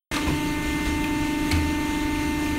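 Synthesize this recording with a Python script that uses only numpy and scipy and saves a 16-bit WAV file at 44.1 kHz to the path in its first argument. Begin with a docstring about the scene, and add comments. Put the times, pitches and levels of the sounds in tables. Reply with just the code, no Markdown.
"""A factory hall, one microphone channel: a large molding machine with a twelve-vane hydraulic pump runs.
The pump's whine is a set of tones locked to its shaft, over coloured noise for oil rush and floor rumble.
As the mold unlocks and slides open, linkages rattle (noise bursts) and tick (ringing parts with a crack),
and the frame thumps (decaying low tones). Only the linkage gets a hall tail. The sound starts abruptly."""
import sys
import numpy as np
from scipy import signal
from scipy.fft import rfft, irfft, next_fast_len
from scipy.io import wavfile
from scipy.ndimage import uniform_filter1d, map_coordinates

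SR = 44100
rng = np.random.default_rng(int(sys.argv[2]) if len(sys.argv) > 2 else 0)


def int16_out(signal):
    """Quantize to a 16-bit WAV file."""
    q = np.round(np.clip(np.atleast_2d(signal).T, -1, 1) * 32767)
    wavfile.write(sys.argv[1], SR, q.astype(np.int16))


N = 113778
T = np.arange(N) / SR  # time [s]
START_S, TOP_HZ = .1137, 15730  # silence before, nothing above

SHAFT_HZ, VANES = 24.906, 12
VANE_DB, SHAFT_ANGLE = -27.5, 2.87  # vane tone rms at 0 dB pressure; shaft angle at 0 s [rad]
SWAY, SWAY_TWICE = .73, -.13  # phase sway once and twice a turn [rad]
WAVER_DB, WANDER = 1.0, .004  # slow drift of each order: level [dB], phase [rad per order]
# Level swells of the vane tone: (times a turn, depth [fraction], shaft phase [rad])
VANE_SWELLS = [(1, .17, 2.3), (2, .32, -2.15), (3, .05, -.9)]
# Oil pressure, as its effect on the vane tone: (time [s], level [dB])
OIL_PRESSURE = [(.12, -2.5), (.4, 0), (.65, -2.5), (.9, -0.5), (1.2, 1), (1.5, 1), (1.8, 0.5), (2.1, 0.5),
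                (2.58, 0.5)]
# Steady tones of the pump: (shaft order, rms level [dB], gain per dB of pressure [dB])
SHAFT_ORDERS = [(1, -44, 2), (16, -46, -1), (18, -58, 0), (24, -48, -.6), (25, -54, 0), (36, -38, 1.3),
                (38, -58, 0), (44, -57, 0), (47, -54, 0), (48, -48, -.5), (50, -58, 0), (59, -56, 0),
                (60, -49, -.6), (65, -62, 0), (71, -59, 0), (72, -43, -.5), (73, -56, 0), (84, -39.5, 0),
                (96, -51, -.6), (97, -54, 0), (101, -55, 0), (103, -57, 0), (105, -58, 0), (108, -47, .8),
                (109, -57, 0), (113, -56, 0), (115, -58, 0), (119, -59, 0), (127, -55, 0), (155, -60, 0),
                (204, -67, 0), (240, -68, 0), (360, -59, .6), (408, -72, 0), (432, -72, 0), (444, -72, 0),
                (456, -71, 0), (468, -69, 0), (481, -72, 0), (492, -73, 0), (504, -69, 0), (516, -71, 0),
                (527, -69, 0), (540, -65, 0), (564, -73, 0), (576, -76, 0), (612, -75, 0), (625, -75, 0)]

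# Oil rush and hall noise: (frequency [Hz], density [dB per Hz])
OIL_RUSH = [(150, -61.5), (300, -62.5), (450, -72.5), (800, -74), (1500, -74.5), (2400, -72), (3800, -75),
            (4500, -77.5), (4900, -86), (5300, -82), (6500, -78.5), (7800, -84.5), (9000, -82.5),
            (10000, -84), (10500, -92), (11000, -88), (13400, -88), (14500, -90), (15600, -95)]
# Floor rumble: (frequency [Hz], density [dB per Hz])
FLOOR_RUMBLE = [(15, -68), (28, -51), (48, -54), (62, -55.5), (76, -47), (95, -59.5), (125, -59),
                (165, -56), (210, -69.5), (300, -62)]

# Rattles of loose steel: (time [s], length [s], rms level [dB], rms level of the dull knocking under it [dB])
STEEL_RATTLES = [(.112, .03, -33, -36), (.135, .045, -30, -35), (.18, .06, -38, -36), (.26, .06, -37, -29),
                 (.85, .045, -36.5, -40), (1.042, .008, -42, -50), (1.24, .04, -42, -45),
                 (1.512, .017, -27.5, -37), (1.528, .06, -37, -35), (2.455, .03, -43, -50)]
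# Tone of the bright rattle: (frequency [Hz], gain [dB])
STEEL_COLOUR = [(400, -4.5), (1100, -2), (2500, 2), (4200, -6), (9000, -11), (15000, -23.5)]
# Tone of the dull knocking: (frequency [Hz], gain [dB])
DULL_COLOUR = [(110, -12), (250, 2.5), (420, -7.5), (700, -14.5), (1200, -12.5), (2000, -44), (4000, -120)]

# Linkage ticks: (time [s], level before the rise [dB], frequency of the part that rings [Hz])
LINKAGE_TICKS = [(.144, -22, 3720), (0.144, -24.5, 1500), (.165, -19, 4100), (.167, -25, 5700),
                 (.168, -22, 1190), (.272, -27, 2600), (0.284, -24, 2450), (.279, -25, 960),
                 (.855, -34, 3300), (1.043, -19, 2480), (1.042, -25, 3180), (1.513, -16.5, 2180),
                 (1.514, -21, 9800), (1.516, -17, 4390), (1.513, -22, 7900), (1.52, -16, 4290),
                 (1.521, -29, 2330), (1.526, -24, 3040), (2.462, -24.5, 2490)]
TICK_CYCLES = 60  # cycles for a ring to fall 60 dB
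CRACK, BLUR = .3, .06  # contact noise against the ring; phase scatter a sample [rad]
# Frame thumps: (time [s], level before the rise [dB], frequency [Hz], rise [s], fall by 60 dB [s])
FRAME_THUMPS = [(.262, -18, 60, .012, .2), (.295, -17, 270, .006, .08), (.3, -20, 144, .012, .45),
                (.675, -17, 58, .012, .15), (.865, -5, 66, .012, .07), (1.523, -8.5, 82, .022, .33),
                (1.636, -12, 80, .04, .3), (1.96, -24, 55, .02, .2)]
HALL_T60_S, HALL_DB = 0.52, -12


def amp(db):
    """Decibels to a linear gain."""
    return 10 ** (np.asarray(db) / 20)


def unit(x):
    """Scale to an rms of one."""
    return x / np.sqrt(np.mean(x ** 2) + 1e-20)


def wobble(rate):
    """A smooth random curve, rate knots a second."""
    knots = rng.standard_normal(int(N * rate / SR) + 4)
    return map_coordinates(knots, [T * rate])


def filtered(x, response):
    """Multiply the spectrum of x by a response of frequency [Hz]."""
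    m = next_fast_len(N + SR // 2)
    return irfft(rfft(x, m) * response(np.fft.rfftfreq(m, 1 / SR)), m)[:N]


def colour(points):
    """Gain curve through (Hz, dB) points on a log axis, closed below the first."""
    closed = [(points[0][0] / 2, -140)] + list(points)
    f, db = np.transpose(closed)
    return lambda hz: amp(np.interp(np.log(hz + 1), np.log(f + 1), db))


def noise(points, patchy_db):
    """Coloured noise whose gain varies in random patches of time and frequency."""
    z = signal.stft(rng.standard_normal(N + 512), nperseg=512)[2]
    across_bins = uniform_filter1d(rng.standard_normal(z.shape), 6, 0)
    patches = unit(uniform_filter1d(across_bins, 10, 1))
    white = unit(signal.istft(z * amp(patchy_db * patches), nperseg=512)[1][:N])
    return filtered(white * np.sqrt(SR / 2), colour(points))  # white density is 0 dB per Hz


def vane_tone(turn, pressure_db):
    """The vanes pass twelve times a turn; level and phase sway with the shaft angle."""
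    angle = turn + SHAFT_ANGLE
    swell = 1 + sum(depth * np.cos(k * angle + at) for k, depth, at in VANE_SWELLS)
    sway = SWAY * np.sin(angle) + SWAY_TWICE * np.sin(2 * angle)
    tone = unit(swell * np.cos(VANES * turn + sway))
    return -amp(VANE_DB + pressure_db) * tone


def pump():
    """Oil pressure scales the vane tone; the other orders are tones at multiples of the shaft rate."""
    pressure_db = np.interp(T, *np.transpose(OIL_PRESSURE))
    turn = 2 * np.pi * SHAFT_HZ * T
    out = vane_tone(turn, pressure_db)
    drift = WANDER * wobble(3)  # shared by all these orders
    for k, db, follows in SHAFT_ORDERS:
        phase = k * (turn + drift) + rng.uniform(0, 2 * np.pi)
        level_db = db + follows * pressure_db + WAVER_DB * wobble(4)
        out += amp(level_db) * np.sqrt(2) * np.cos(phase)
    return out


def oil_rush():
    """Broad noise of oil flow and hall, its level drifting at two rates."""
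    drift_db = 0.13 * wobble(4.05) + 0.59 * wobble(12.26)
    return amp(drift_db) * noise(OIL_RUSH, patchy_db=1.53)


def floor_rumble():
    """Lumpy low noise from the floor, falling away above 300 Hz."""
    return amp(0.5 * wobble(7.18)) * noise(FLOOR_RUMBLE + [(500, -120)], patchy_db=1.5)


def rattles():
    """Dense uneven contacts of loose steel: bursts of bright grains over dull knocking."""
    out = np.zeros(N)
    uneven = rng.standard_normal(N) * amp(1.2 * wobble(500))
    grains = unit(filtered(uneven, colour(STEEL_COLOUR)))
    knocks = unit(filtered(rng.standard_normal(N), colour(DULL_COLOUR)))
    for s, length, db, knock_db in STEEL_RATTLES:
        corners = s + length * np.array([0, .15, .7, 1.3])
        envelope = np.interp(T, corners, [0, 1, 1, 0])
        out += (amp(db) * grains + amp(knock_db) * knocks) * envelope
    return out


def ticks():
    """Each contact cracks briefly and rings one steel part, higher parts dying sooner."""
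    out, t = np.zeros(N + SR), T[:SR // 8]
    for s, db, hz in LINKAGE_TICKS:
        scatter = np.cumsum(rng.normal(0, BLUR, len(t)))
        ring = amp(-60 * t * hz / TICK_CYCLES) * np.sin(2 * np.pi * hz * t + scatter)
        crack = CRACK * amp(-60 * t / 0.0047) * rng.standard_normal(len(t))
        rise = 1 - np.exp(-t / 0.00018)
        out[round(s * SR):][:len(t)] += amp(db) * rise * (ring + crack)
    return out[:N]


def hall(x):
    """A dull tail from the hall: low-passed noise with exponential decay."""
    dull = signal.lfilter([1], [1, -.6], rng.standard_normal(SR // 2))
    tail = dull * amp(-60 * T[:SR // 2] / HALL_T60_S)
    late = np.pad(x, (500, 0))  # the tail starts 500 samples after the direct sound
    return signal.fftconvolve(late, tail / np.linalg.norm(tail))[:N]


def thumps():
    """Soft pushes ring the heavy frame as decaying sines."""
    out = np.zeros(N)
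    for s, db, hz, rise, t60 in FRAME_THUMPS:
        t = np.maximum(T - s, 0)
        push = 1 - np.exp(-t / rise)
        out += amp(db - 60 * t / t60) * push * np.sin(2 * np.pi * hz * t)
    return out


def scene():
    """Pump, noise and thumps dry; the linkage both direct and through the hall."""
    machine = pump() + oil_rush() + floor_rumble()
    linkage = rattles() + ticks()
    return (machine + linkage + amp(HALL_DB) * hall(linkage) + thumps())[None]


def record(dry):
    """One microphone channel: silent until the abrupt start, nothing above the band limit."""
    started = dry[0] * (T > START_S)
    return filtered(started, lambda hz: hz < TOP_HZ)[None]


dry = scene()
out = record(dry)
int16_out(out)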